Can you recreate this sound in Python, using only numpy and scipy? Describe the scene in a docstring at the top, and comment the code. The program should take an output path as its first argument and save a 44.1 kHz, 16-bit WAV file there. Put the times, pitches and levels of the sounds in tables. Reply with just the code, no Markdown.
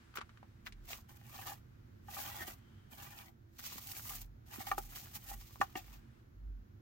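"""Dust bath in a metal tray

A small furry animal hops into a sheet-metal tray of fine dust on a soft floor, digs with quick paw
strokes and rolls over, knocking the walls. Dust grains hiss and set the damped tray ringing; claws or
teeth tick on the rim and the body thuds. Below lie a low room rumble with slow deep swells and a faint
hum, whirr and whine. Heard from two microphone ports some way apart."""
import sys
import numpy as np
from scipy import signal
from scipy.fft import rfft, irfft, next_fast_len
from scipy.io import wavfile
from scipy.ndimage import uniform_filter1d

SR = 44100
rng = np.random.default_rng(int(sys.argv[2]) if len(sys.argv) > 2 else 0)


def dump(signal):
    """Clip the signal to [-1, 1] and save it as 16-bit WAV at the path in sys.argv[1]."""
    limited = np.clip(np.atleast_2d(signal).T, -1, 1)
    pcm = np.round(limited * 32767).astype(np.int16)
    wavfile.write(sys.argv[1], SR, pcm)


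N = 300321

# modes of the dusty tray, before the animal's weight damps them: pitch_hz, level_db, t60_s
TRAY = [(333.3, -14, 0.21), (786, -4, 0.059), (890, -6, 0.024), (1030, -8, 0.016), (1215, -1.5, 0.026),
        (1514, -9, 0.033), (1830, 1, 0.025), (2350, -4.5, 0.028), (2810, -1.5, 0.017), (3210, -10.5, 0.022)]
BODY_DAMPING = 0.75   # share of the ring time left under the animal


def amp(db):
    """Decibels to gain."""
    return 10 ** (np.asarray(db) / 20)


def unit(x):
    """Scale to rms 1."""
    return x / np.sqrt(np.mean(x ** 2) + 1e-20)


def over_hz(points):
    """A curve over log frequency, read at each bin that shaped() filters."""
    size = next_fast_len(N)
    hz, value = np.transpose(points)
    return np.interp(np.log(np.arange(size // 2 + 1) * SR / size + 1), np.log(hz), value)


def shaped(x, gains):
    """Equalise with one gain per frequency bin."""
    size = next_fast_len(N)
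    return irfft(rfft(x, size) * gains, size)[..., :N]


def drift(rate_hz):
    """A smooth random wander of rms 1."""
    r = np.exp(-2 * np.pi * rate_hz / SR)
    return unit(signal.lfilter([1], [1, -2 * r, r * r], rng.standard_normal(N + SR))[SR:])


def resonance(noise, hz, width_hz):
    """Noise through one resonant peak."""
    return signal.lfilter(*signal.iirpeak(hz, hz / width_hz, SR), noise)


def ring(force, hz, t60, lead_rad):
    """One driven mode in stereo, the left side leading in phase."""
    pole = amp(-60 / (t60 * SR)) * np.exp(2j * np.pi * hz / SR)
    motion = signal.lfilter([1], [1, -pole], force + 1e-18)
    return np.array([(motion * np.exp(1j * lead_rad)).imag, motion.imag])


def bent_ring(force, hz, t60, bend):
    """One driven mode, its pitch bent by a changing fraction."""
    turn = np.exp(2j * np.pi * hz * np.cumsum(1 + bend) / SR)
    return (signal.lfilter([1], [1, -amp(-60 / (t60 * SR))], force * turn.conj()) * turn).imag


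def grains(per_s, spread_db):
    """Random clicks of uneven size; some reach both sides, the right a little later."""
    sizes = amp(spread_db * np.minimum(rng.exponential(1, N), 5))
    left, right, both = sizes * (rng.random(N) < per_s / SR) * rng.standard_normal((3, N))
    return unit(np.array([left + 0.21 * both, right + 0.34 * np.roll(both, SR // 2200)]))


def digging():
    """Hiss, tray ring and claws follow the animal's effort, in lumps as the dust clumps."""
    sliding, ring_gain, powder_gain = bouts()
    effort = (sliding + strokes()) * amp(2.0 * drift(28.0))
    return effort * (dust_hiss(powder_gain) + ring_gain * tray_ring() + amp(-11) * claws())


def bouts(fall_db_per_s=357):
    """Dust slides under the body, then settles: its envelope, and the gains of ring and powder."""
    # digging and rolling: full_s, until_s, first_db, last_db, rise_db_per_s, ring_db, powder_db
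    moves = [(0.904, 0.977, -43.5, -53, 406, -11.5, -2.5), (1.101, 1.21, -63, -82.5, 900, -1.5, 2.5),
             (1.36, 1.539, -50.5, -55, 152, -4, 0.5), (2.136, 2.298, -47, -46.5, 308, -5.5, -0.5),
             (2.343, 2.424, -52, -51.5, 600, 2, 2.5), (2.473, 2.523, -53.5, -56.5, 900, -2, 3.5),
             (2.913, 2.936, -66, -60, 1500, 1.5, 5.5), (3.003, 3.263, -55, -61.5, 500, -1, 0.5),
             (3.661, 3.774, -43.5, -47.5, 233, -17.5, -2.5), (3.814, 4.188, -52.5, -50.5, 500, -11.5, 2),
             (4.466, 4.72, -65, -48.5, 1489, -5, 0), (4.774, 5.175, -55, -61, 1476, -12.5, 0.5),
             (5.308, 5.345, -50.5, -53.5, 185, -4.5, 3.5), (5.408, 5.613, -57, -61, 504, -18, -2),
             (5.63, 5.964, -61.5, -61.5, 500, -6.5, -2.5)]
    t = np.arange(N) / SR
    hiss, ringing, powder = 0, 0, 0
    for full_s, until_s, first_db, last_db, rise_db_per_s, ring_db, powder_db in moves:
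        held_db = np.interp(t, [full_s, until_s], [first_db, last_db])
        fade_db = rise_db_per_s * np.maximum(full_s - t, 0) + fall_db_per_s * np.maximum(t - until_s, 0)
        level = 1e-9 + amp(held_db - fade_db)
        hiss += level
        ringing += level * amp(ring_db)
        powder += level * amp(powder_db)
    return hiss, ringing / hiss, powder / hiss


def strokes():
    """Envelope of the paws sweeping through dust: each stroke swells and fades."""
    # paw strokes: start_s, level_db, rise_s
    sweeps = [(0.149, -46, 0.013), (0.645, -58, 0.024), (0.849, -57, 0.0045), (0.881, -60, 0.004),
              (1.086, -61, 0.0092), (1.157, -71, 0.0052), (1.167, -62, 0.0038), (1.265, -66, 0.0019),
              (1.453, -48.5, 0.022), (2.196, -51.5, 0.027), (2.973, -64.5, 0.011), (3.105, -64, 0.0032),
              (3.167, -61, 0.015), (3.58, -48, 0.011), (3.776, -43, 0.0073), (3.827, -54, 0.0056),
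              (3.869, -48.5, 0.0035), (3.913, -45.5, 0.0062), (4.204, -54, 0.011), (4.089, -46, 0.0088),
              (4.147, -57.5, 0.0087), (4.497, -50, 0.045), (4.586, -53.5, 0.018), (4.663, -48.5, 0.0082),
              (4.776, -46.5, 0.0058), (4.942, -50, 0.029), (5.014, -59, 0.024), (5.128, -50.5, 0.023),
              (5.229, -65, 0.004), (5.3, -55, 0.0036), (5.6, -50, 0.018), (5.753, -46, 0.019)]
    out, t = np.zeros(N), np.arange(SR // 4) / SR
    for start_s, level_db, rise_s in sweeps:
        age = t / rise_s
        out[round(start_s * SR):][:len(t)] += amp(level_db) * (age * np.exp(1 - age)) ** 3.1
    return uniform_filter1d(out, size=SR // 400)


def dust_hiss(powder_gain):
    """Dense grains hiss in three bands, from grit to fine powder, each flickering on its own."""
    # colour of sliding dust: frequency_hz, level_db
    colour = [(1000, -52), (2000, 0), (4240, 1), (6690, 2), (9370, -4.5), (11500, 1), (14300, 7),
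              (16000, 3.5)]
    hiss = unit(shaped(grains(9000, spread_db=0.5), amp(over_hz(colour))))
    grit, below_powder = [signal.sosfilt(signal.butter(3, hz, fs=SR, output="sos"), hiss)
                          for hz in (4000, 9500)]
    bands = grit, below_powder - grit, powder_gain * (hiss - below_powder)
    return sum(band * amp(0.77 * drift(25.0)) for band in bands)


def tray_ring():
    """Grains drive the sheet; modes come and go as the paw moves, bent and damped by its weight."""
    force = grains(1200, spread_db=0.5)
    sheet = 0
    for hz, level_db, t60 in TRAY[1:]:
        gain = amp(0.72 * level_db + 3.5 * drift(24))
        sheet += gain * bent_ring(force, hz, BODY_DAMPING * t60, bend=0.05 * drift(12.8))
    sheet = signal.sosfilt(signal.butter(4, 680, "high", fs=SR, output="sos"), sheet)
    hollow = ring(force[0], 0.869 * TRAY[0][0], t60=0.08, lead_rad=1.63)   # held down by the body
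    return unit(sheet) + amp(-14.5) * unit(hollow)


def claws(ring_cycles=8.0):
    """Sparse claw catches, each ringing briefly at one of eight pitches."""
    catches = grains(260, spread_db=3.5)[0]
    choice = rng.integers(0, 8, N)
    return unit(sum(ring(catches * (choice == k), hz, ring_cycles / hz, lead_rad=1.9)
                    for k, hz in enumerate(np.geomspace(1050, 7000, num=8))))


def knocks(falloff_db_per_octave):
    """Rough hits crack and ring the modes near the struck pitch; body weight retunes them each time."""
    # knocks on the tray: start_s, level_db, struck_hz, contact_s
    hits = [(1.387, -38, 750, 0.0013), (1.468, -36.5, 1000, 0.0026), (1.517, -39, 840, 0.0015),
            (2.082, -39, 770, 0.0018), (2.167, -39, 1190, 0.00068), (2.403, -40, 770, 0.00076),
            (4.104, -42, 1010, 0.001), (4.601, -36, 780, 0.002), (4.669, -37, 930, 0.0012),
            (4.7142, -19, 1110, 0.00095), (4.731, -48, 880, 0.0034), (4.78, -27.5, 870, 0.00029),
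            (5.314, -39.5, 770, 0.00038), (5.612, -24, 1700, 0.00072), (5.6135, -15, 980, 0.0008),
            (5.753, -26.5, 742, 0.0019), (5.7555, -32.5, 2300, 0.0007)]
    out, t = np.zeros((2, N)), np.arange(SR // 4) / SR
    crack_band = signal.butter(2, [2200, 7000], "band", fs=SR, output="sos")
    choke = amp(-9 * np.clip(t / .006 - 1.8, 0, 1))   # the body settles on the sheet
    for start_s, level_db, struck_hz, contact_s in hits:
        scatter, detune = rng.standard_normal((2, len(TRAY)))
        age = t / max(contact_s, .0003)
        crack = signal.sosfilt(crack_band, rng.standard_normal((2, len(t))))
        knock = amp(-19.5) * np.minimum(age, 1) * crack * np.exp(-t / 0.0067)
        roughness = 1 + 0.36 * rng.standard_normal(len(t))
        push = age * np.exp(1 - age) * roughness * age[1]   # same impulse for any contact time
        for k, (rest_hz, mode_db, t60) in enumerate(TRAY):
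            hz = rest_hz * (1 + 0.023 * detune[k])
            falloff_db = falloff_db_per_octave * abs(np.log2(hz / struck_hz))
            gain = amp(mode_db - falloff_db + 2 * scatter[k])
            force = gain * push * np.cos(2 * np.pi * hz * t + scatter[k - 1])
            knock += ring(force, hz, BODY_DAMPING * t60, lead_rad=1.22)
        out[:, round(start_s * SR):][:, :len(t)] += amp(level_db) * knock * choke
    return out


def ticks(decay_cycles):
    """Claws or teeth on the rim: dry pitched clicks with the lows cut; harder ones crack more."""
    # rim ticks: start_s, level_db, pitch_hz
    taps = [(0.14, -41.5, 1330), (0.156, -33, 1310), (0.172, -26, 1440), (0.185, -30, 1400),
            (0.208, -39, 1520), (0.213, -30, 1190), (0.293, -42.5, 1340), (0.373, -45, 1560),
            (0.429, -41, 820), (0.663, -34.5, 1760), (0.668, -30, 1680), (0.675, -40, 1460),
            (0.723, -41, 2400)]
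    out, t = np.zeros((2, N)), np.arange(SR // 50) / SR
    attack = 1 - np.exp(-t / 0.00023)
    for start_s, level_db, hz in taps:
        tone = np.sin(2 * np.pi * hz * t + [[1.4], [0]]) * np.exp(-t * hz / decay_cycles)
        noise = signal.lfilter(*signal.butter(2, 1.67 * hz, fs=SR), rng.standard_normal((2, len(t))))
        crack = amp(0.17 * (level_db + 28)) * noise * np.exp(-t / 0.0068)
        tick = signal.lfilter(*signal.butter(3, .75 * hz, "high", fs=SR), tone + crack)
        out[:, round(start_s * SR):][:, :len(t)] += amp(level_db) * tick * attack
    return out


def thuds():
    """The soft body bumps the tray floor: dull low pushes that swell and die."""
    # body thuds: start_s, level_db, pitch_hz, rise_cycles
    bumps = [(0.184, -40, 422, 0.43), (2.404, -52, 350, 1.8), (2.479, -49, 319, 1.1),
             (3.758, -44.5, 205, 0.23), (4.584, -41, 276, 0.68), (4.781, -41.5, 355, 1.05),
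             (5.602, -39.5, 277, 0.5), (5.756, -39, 318, 0.76)]
    out, t = np.zeros((2, N)), np.arange(SR // 5) / SR
    for start_s, level_db, hz, rise_cycles in bumps:
        age = t * hz / rise_cycles
        tone = np.sin(2 * np.pi * hz * t + [[1.2], [0]])
        out[:, round(start_s * SR):][:, :len(t)] += amp(level_db) * age * np.exp(1 - age) * tone
    return out


def echoes(x, t60, cutoff_hz):
    """Soft walls close by scatter a short dull tail, separate on each side."""
    t = np.arange(SR // 4) / SR
    tail = rng.standard_normal((2, len(t))) * amp(-60 * t / t60) * (t > .004)
    tail = signal.lfilter(*signal.butter(1, cutoff_hz, fs=SR), tail)
    return signal.fftconvolve(x, tail / np.sqrt(np.sum(tail[0] ** 2)), axes=1)[:, :N]


def room(level_db=-58.5):
    """Gently wavering rumble and faint hiss, centred only in the bass."""
    # colour of the room tone: frequency_hz, level_db
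    colour = [(18, -42), (30, -9), (105, -0.5), (128, -2), (155, -13), (220, -12.5), (328, -18),
              (450, -24.5), (1130, -32), (1390, -28), (2610, -40), (6900, -47), (8520, -64), (12300, -46),
              (16000, -44)]
    # likeness of left and right: frequency_hz, correlation
    likeness = [(180, 0.97), (290, 0.13), (640, -0.86), (1400, -0.45), (3000, -0.18)]
    gains, alike = amp(over_hz(colour)), over_hz(likeness)
    mid = shaped(rng.standard_normal(N), gains * np.sqrt(1 + alike))
    side = shaped(rng.standard_normal(N), gains * np.sqrt(1 - alike))
    return amp(level_db + drift(.5)) * unit(np.array([mid + side, mid - side]))


def swells():
    """Slow deep booms of unsteady pitch that rise and sink."""
    # deep swells: middle_s, peak_db, half_length_s, pitch_hz
    booms = [(0.787, -51.5, 0.12, 36.54), (4.23, -49, 0.13, 41.85), (4.824, -49, 0.14, 38),
             (5.356, -46, 0.078, 46.4), (5.92, -52, 0.13, 45.75), (6.5, -40.5, 0.1, 47)]
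    t = np.arange(N) / SR
    wavering_t = np.cumsum(1 + 0.0588 * drift(6.43)) / SR
    out = np.zeros((2, N))
    for middle_s, peak_db, half_length_s, hz in booms:
        envelope = amp(peak_db) * np.exp(-((t - middle_s) / half_length_s) ** 2)
        out += envelope * np.sin(2 * np.pi * hz * wavering_t + [[.4], [0]])
    return out


def hum(pitch_hz=111.53, width_hz=4.8, harmonics_db=(-68.5, -73.5, -80)):
    """A faint wavering hum: noise in narrow resonances at multiples of one low pitch."""
    noise = rng.standard_normal(N + SR)
    return sum(amp(level_db) * unit(resonance(noise, k * pitch_hz, width_hz)[SR:])
               for k, level_db in enumerate(harmonics_db, 1))


def whirr(pitch_hz=1360, width_hz=1020):
    """A faint mid-range whirr that comes and goes: noise in one broad resonance."""
    # level ride of the whirr: time_s, level_db
    ride = [(0, -68), (.55, -75.5), (.8, -75), (2.3, -80.5), (2.5, -72.5), (2.9, -74.5), (4.4, -123),
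            (5.9, -72), (6.2, -75), (6.35, -98)]
    envelope = amp(np.interp(np.arange(N) / SR, *np.transpose(ride)))
    return envelope * unit(resonance(rng.standard_normal((2, N)), pitch_hz, width_hz))


def whine(middle_s=2.74, half_length_s=.19, level_db=-79, pitch_hz=3140, width_hz=160):
    """A brief thin whine: noise in one narrow resonance."""
    envelope = amp(level_db) * np.exp(-((np.arange(N) / SR - middle_s) / half_length_s) ** 4)
    return envelope * unit(resonance(rng.standard_normal((2, N)), pitch_hz, width_hz))


def scene():
    """The animal in its tray and its close reflections, over the room's background."""
    animal = digging() + knocks(falloff_db_per_octave=13.5) + ticks(decay_cycles=1.3) + thuds()
    reflections = amp(-16.0) * echoes(animal, t60=0.073, cutoff_hz=1560)
    return animal + reflections + room() + hum() + whirr() + whine() + swells()


def record(dry):
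    """Each microphone port has its own colour; the top is cut steeply."""
    # balance of the ports: frequency_hz, left_minus_right_db
    balance = [(100, -2), (340, -8), (520, -0.5), (1900, 1.5), (4400, -1), (8500, 5.5), (12500, -4),
               (15000, -1.5)]
    cutoff_hz = 15980
    ports = shaped(dry, amp(over_hz(balance) * [[.5], [-.5]]))
    return signal.sosfilt(signal.ellip(12, .5, 75, cutoff_hz, fs=SR, output="sos"), ports)


dry = scene()
out = record(dry)
dump(out)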